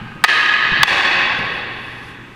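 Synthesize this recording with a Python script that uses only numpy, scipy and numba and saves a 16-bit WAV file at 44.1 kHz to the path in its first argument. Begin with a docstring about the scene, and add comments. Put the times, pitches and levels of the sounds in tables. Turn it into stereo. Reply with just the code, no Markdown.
"""Staff against sai in an empty gymnasium

A wooden staff cracks twice on a steel sai while an earlier blow still dies away in the large hall.
Each crack overloads the camera microphone, whose limiter ducks and recovers, holding the hall's
long ring level before it fades. The ventilation hums, bare feet thud and slide on the wooden
floor, and cotton uniforms swish."""
import sys
import numpy as np
from scipy import signal
from scipy.fft import rfft, irfft, next_fast_len
from scipy.io import wavfile
from scipy.ndimage import uniform_filter1d
from numba import njit

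SR = 44100
rng = np.random.default_rng(int(sys.argv[2]) if len(sys.argv) > 2 else 0)


def transcribe(signal):
    """Save signal, clipped to [-1, 1], as a 16-bit WAV file at the path in sys.argv[1]."""
    frames = np.atleast_2d(signal).T
    limited = np.clip(frames, -1, 1)
    pcm = np.round(limited * 32767).astype(np.int16)
    wavfile.write(sys.argv[1], SR, pcm)


N = 103635


def amp(db):
    return 10 ** (np.asarray(db) / 20)


def unit_rms(x):
    return x / np.sqrt(np.mean(x ** 2) + 1e-20)


def bump(x, centre, width):
    return np.exp(-((x - centre) / width) ** 2 / 2)


def curve_at(points, hz):
    point_hz, values = np.transpose(points)
    return np.interp(np.log(hz + 1), np.log(point_hz + 1), values)


def add(mix, start_s, sound):
    """Mixes in a sound that may have begun before time zero."""
    at = round(start_s * SR)
    sound = sound[:, max(-at, 0):]
    part = mix[:, max(at, 0):][:, :sound.shape[1]]
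    part += sound[:, :part.shape[1]]


# Stereo width at the microphone. Each row: frequency in Hz, side minus mid in dB.
STEREO_WIDTH = [(50, -11), (140, -21), (300, -15.5), (700, -9), (2000, -8), (6000, -8), (14000, 7.5)]

def spread(pair):
    """Turns two unrelated signals into left and right, nearly mono in the bass."""
    mid, side = pair
    size = next_fast_len(len(mid))
    width = amp(curve_at(STEREO_WIDTH, np.fft.rfftfreq(size, 1 / SR)))
    side = irfft(rfft(side, size) * width, size)[:len(mid)]
    return np.array([mid + side, mid - side])


def noise(spectrum):
    """Stereo noise of a given colour, at unit level."""
    size = next_fast_len(N)
    white = rfft(rng.standard_normal((2, size)))
    colour = amp(curve_at(spectrum, np.fft.rfftfreq(size, 1 / SR)))
    return unit_rms(spread(irfft(white * colour, size)[:, :N]))


# The broad crack of wood on steel. Each row: frequency in Hz, relative level in dB.
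CRACK_SPECTRUM = [(50, -29), (170, -25.5), (350, -17), (560, -20), (950, -13), (1400, -16.5), (2200, -9.5),
                  (2900, -17), (3900, -19), (4900, -22), (7500, -33.5), (11500, -40), (16000, -26)]
# The crack's beam. Each row: frequency in Hz, gain toward the microphone over the hall in dB.
CRACK_BEAM = [(100, -8), (500, 2.5), (900, 10.5), (1300, 12), (2000, 7.5), (3400, -0.5), (4400, 10),
              (7000, 2), (14000, -3)]
# Staff and sai ringing together. Each row: frequency in Hz, time to fall 60 dB in seconds,
# then relative level in dB for contact points 0, 1 and 2.
WEAPON_MODES = [(560, 0.027, -26, -15, -27), (815, 0.017, -38, -9, -4), (1091, 0.021, -8, -6.5, -8),
                (1250, 0.035, 0.5, -31, 3.5), (1578, 0.012, -9, -7, -0.5), (1688, 0.026, 5.5, -7.5, -20),
                (1839, 0.012, 1.5, -3.5, -15), (1994.5, 0.049, 1, -3.5, -19), (2160, 0.042, -6, -23, -10),
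                (2290, 0.043, -23, -6.5, -12), (2510, 0.055, 0, -9.5, -2), (2572, 0.016, -8, -4, -11),
                (2750, 0.006, -9.5, -10, -9.5), (2930, 0.038, -7.5, -24, -6), (3130, 0.016, -5.5, -33, -13),
                (3425, 0.015, -14, -8, -43), (3747, 0.012, -11, -15, -28), (3980, 0.019, -10, -31, -17),
                (4370, 0.022, -11.5, -13.5, -38), (4550, 0.03, -13, -14, -10)]

def clack(point, crack_db, direct=False, bite_db=0, size=16384):
    """One blow: a sharp crack and the short modes that this contact point excites."""
    hz = np.fft.rfftfreq(size, 1 / SR)
    beam_db = direct * curve_at(CRACK_BEAM, hz)
    power = amp(curve_at(CRACK_SPECTRUM, hz) + crack_db + beam_db) ** 2
    for mode_hz, t60, *levels_db in WEAPON_MODES:
        half_width_hz = np.log(1000) / (2 * np.pi * t60)
        power += amp(levels_db[point]) ** 2 / (1 + ((hz - mode_hz) / half_width_hz) ** 2) ** 1.9
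    power *= amp(bite_db * bump(hz, centre=3450, width=400)) ** 2  # the steel's bright bite
    log_gain = np.log(np.r_[power, power[-2:0:-1]]) / 2
    minimum_phase = np.exp(np.conj(signal.hilbert(log_gain)))  # packs the energy into the onset
    return np.fft.ifft(minimum_phase).real[:size // 2]


def near_paths(rattle_s, decay_s=.0022, size=1500):
    """The first contact, a brief rattle, and a quick scatter off the floor and the fighters."""
    t = np.arange(size) / SR
    mid, side = rng.standard_normal((2, size)) * np.exp(-np.maximum(t - rattle_s, 0) / decay_s)
    scatter = (mid + amp(-16) * np.array([side, -side])) / np.linalg.norm(mid)
    contact = t == 0
    return contact + amp(3) * scatter


# The empty gymnasium's ring. Each row: frequency in Hz, time to fall 60 dB in seconds.
HALL_DECAY = [(100, 4.3), (400, 2.07), (1000, 2.695), (2000, 2.48), (3500, 2.374), (5500, 1.545),
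              (9000, 0.92), (15000, 0.88)]
# Echo clusters off distant walls. Each row: delay in seconds, rise above the tail in dB.
WALL_ECHOES = [(0.043, 0), (0.085, -2), (.122, -1.5), (.221, 4), (.301, 3.5)]

def hall(first_wall_s=0.038, build_s=0.0036, top_hz=12200, size=160000):
    """A quiet gap, then dense echoes from the walls, some in clusters; the treble dies first."""
    t = np.arange(size) / SR
    lumps_db = unit_rms(uniform_filter1d(rng.standard_normal(size), size=90))
    clusters_db = sum(db * bump(t, delay, width=.0025) for delay, db in WALL_ECHOES)
    echoes = rng.standard_normal((2, size)) * amp(lumps_db + clusters_db)
    hz, age, bands = signal.stft(unit_rms(echoes), SR, nperseg=256)
    bands = bands / (1 + (hz[:, None] / top_hz) ** 40)
    decay = np.exp(-np.log(1000) * age / curve_at(HALL_DECAY, hz)[:, None])
    tail = signal.istft(bands * decay, SR, nperseg=256)[1][:, :size]
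    build = 1 - np.exp(-np.maximum(t - first_wall_s, 0) / build_s)
    tail *= np.maximum(build, amp(-11.5))
    return spread(tail / np.linalg.norm(tail[0]))


# Blows out on the floor. Each row: start in seconds, relative level in dB, trims in dB for the
# direct sound, the crack and the steel's bite, rattle in seconds, contact point on the staff (0-2).
BLOWS = [(-1.05, -10, 0, -0.5, 0, .004, 2), (0.2398, -4.5, 3.5, -1, 2, 0.0092, 0),
         (0.8319, -6, 3, -2, 10, 0.0037, 1)]

def staff_on_sai(direct_gain_db=41, hall_gain_db=50.5):
    """Each blow reaches the microphone directly and then by way of the walls."""
    out = np.zeros((2, N))
    for start, db, direct_db, crack_db, bite_db, rattle_s, point in BLOWS:
        beamed = clack(point, crack_db, direct=True, bite_db=bite_db)
        direct = signal.fftconvolve(near_paths(rattle_s), beamed[None], axes=1)
        ring = signal.fftconvolve(hall(), clack(point, crack_db)[None], axes=1)
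        add(out, start, amp(db + direct_gain_db + direct_db) * direct)
        add(out, start, amp(db + hall_gain_db) * ring)
    return out


# Room tone from the vents. Each row: frequency in Hz, relative level in dB.
AIR_SPECTRUM = [(20, -9), (60, -6), (130, -4), (230, -2), (420, -8.5), (620, -32.5), (1000, -11),
                (3000, -26), (6000, -35), (13800, -46.5), (15000, -68)]

def ventilation(hum_hz=119.5):
    """Steady air noise and a wavering hum in the background."""
    t = np.arange(N) / SR
    rates_hz = rng.uniform(-11.5, 11, size=20)
    waver = unit_rms(sum(np.cos(2 * np.pi * (hz * t + rng.random())) for hz in rates_hz))
    hum = (1 + .35 * waver) * np.sin(2 * np.pi * hum_hz * t)
    return amp(-40) * noise(AIR_SPECTRUM) + amp(-45.5) * unit_rms(hum)


# Bare feet on the boards. Each row: start in seconds, thud in dB, slap in dB, decay in seconds.
FOOTFALLS = [(0.0, -33, -51, 0.16), (.15, -44.5, -47, 0.095), (0.646, -29, -36.5, 0.034),
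             (0.714, -18, -29, 0.021), (0.789, -25.5, -39.5, 0.07), (.91, -28, -22, 0.032),
             (1.051, -37.5, -45, 0.098), (1.377, -27, -27.5, 0.036), (1.415, -63, -32, 0.12),
             (2.18, -48, -52, 0.044), (2.246, -44, -48, 0.06)]
# The tone of heel and of sole. Each row: frequency in Hz, relative level in dB.
THUD_SPECTRUM = [(20, 8), (60, -1.5), (130, 12), (220, 13), (330, -13), (700, -88), (3000, -57),
                 (16000, -80)]
SLAP_SPECTRUM = [(30, -6), (120, -2.5), (220, -2), (380, 6), (600, 1.5), (1200, -26.5), (4000, -41.5),
                 (16000, -75)]

def feet(rise_s=0.0063):
    """Heels thud on the sprung floor and soles slap; the hall returns the slaps."""
    t = np.arange(N) / SR
    thuds, slaps = np.zeros((2, N))
    for start, thud_db, slap_db, decay_s in FOOTFALLS:
        age = np.maximum(t - start, 0)
        envelope = np.minimum(age / rise_s, 1) * np.exp(-age / decay_s)
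        thuds += amp(thud_db) * envelope
        slaps += amp(slap_db) * envelope
    soles = slaps * noise(SLAP_SPECTRUM)
    echo = signal.fftconvolve(hall(), soles[:1], axes=1)[:, :N]
    return thuds * noise(THUD_SPECTRUM) + soles + amp(-5.5) * echo


# The fighters' movements, heard dry. Each row: centre in seconds, half length in seconds, level in dB.
RUBS = [(0.783, 0.096, -52), (1.389, 0.0043, -44), (1.418, 0.097, -55.5), (1.562, 0.033, -53),
        (1.877, 0.12, -52.5), (2.076, 0.045, -52)]
# The hiss of rubbing. Each row: frequency in Hz, relative level in dB.
RUB_SPECTRUM = [(200, -18), (2000, 10), (5000, 11), (7500, -3), (11000, 4.5), (13800, -16.5), (15000, -29)]

def swishes():
    """Cotton sleeves and sliding soles rub in soft swells of hiss."""
    t = np.arange(N) / SR
    swells = sum(amp(db) * bump(t, centre, half_length) for centre, half_length, db in RUBS)
    return swells * noise(RUB_SPECTRUM)


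def scene():
    """The gymnasium as heard from the camera's position."""
    return staff_on_sai() + feet() + swishes() + ventilation()


@njit
def limiter(over_db, attack_s, recover_db_per_s):
    """Gain reduction in dB: it chases every excess and lets go at a steady pace."""
    reduction_db, held = np.zeros(len(over_db)), 0.
    for i in range(len(over_db)):
        rise = max(over_db[i] - held, 0.) / (attack_s * SR)
        held = max(held + rise - recover_db_per_s / SR, 0.)
        reduction_db[i] = held
    return reduction_db


def record(dry):
    """The camera microphone: its limiter is too slow for the cracks, which clip; the top is cut."""
    threshold_db, knee, top_hz = -6, 12, 16150
    over_db = 20 * np.log10(abs(dry).max(0) + 1e-9) - threshold_db
    ducked = dry / amp(limiter(over_db, attack_s=.003, recover_db_per_s=33))
    clipped = ducked / (1 + abs(ducked) ** knee) ** (1 / knee)
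    lowpass = signal.firwin(255, top_hz, window=("kaiser", 9), fs=SR)
    return signal.oaconvolve(clipped, lowpass[None], "same")


dry = scene()
out = record(dry)
transcribe(out)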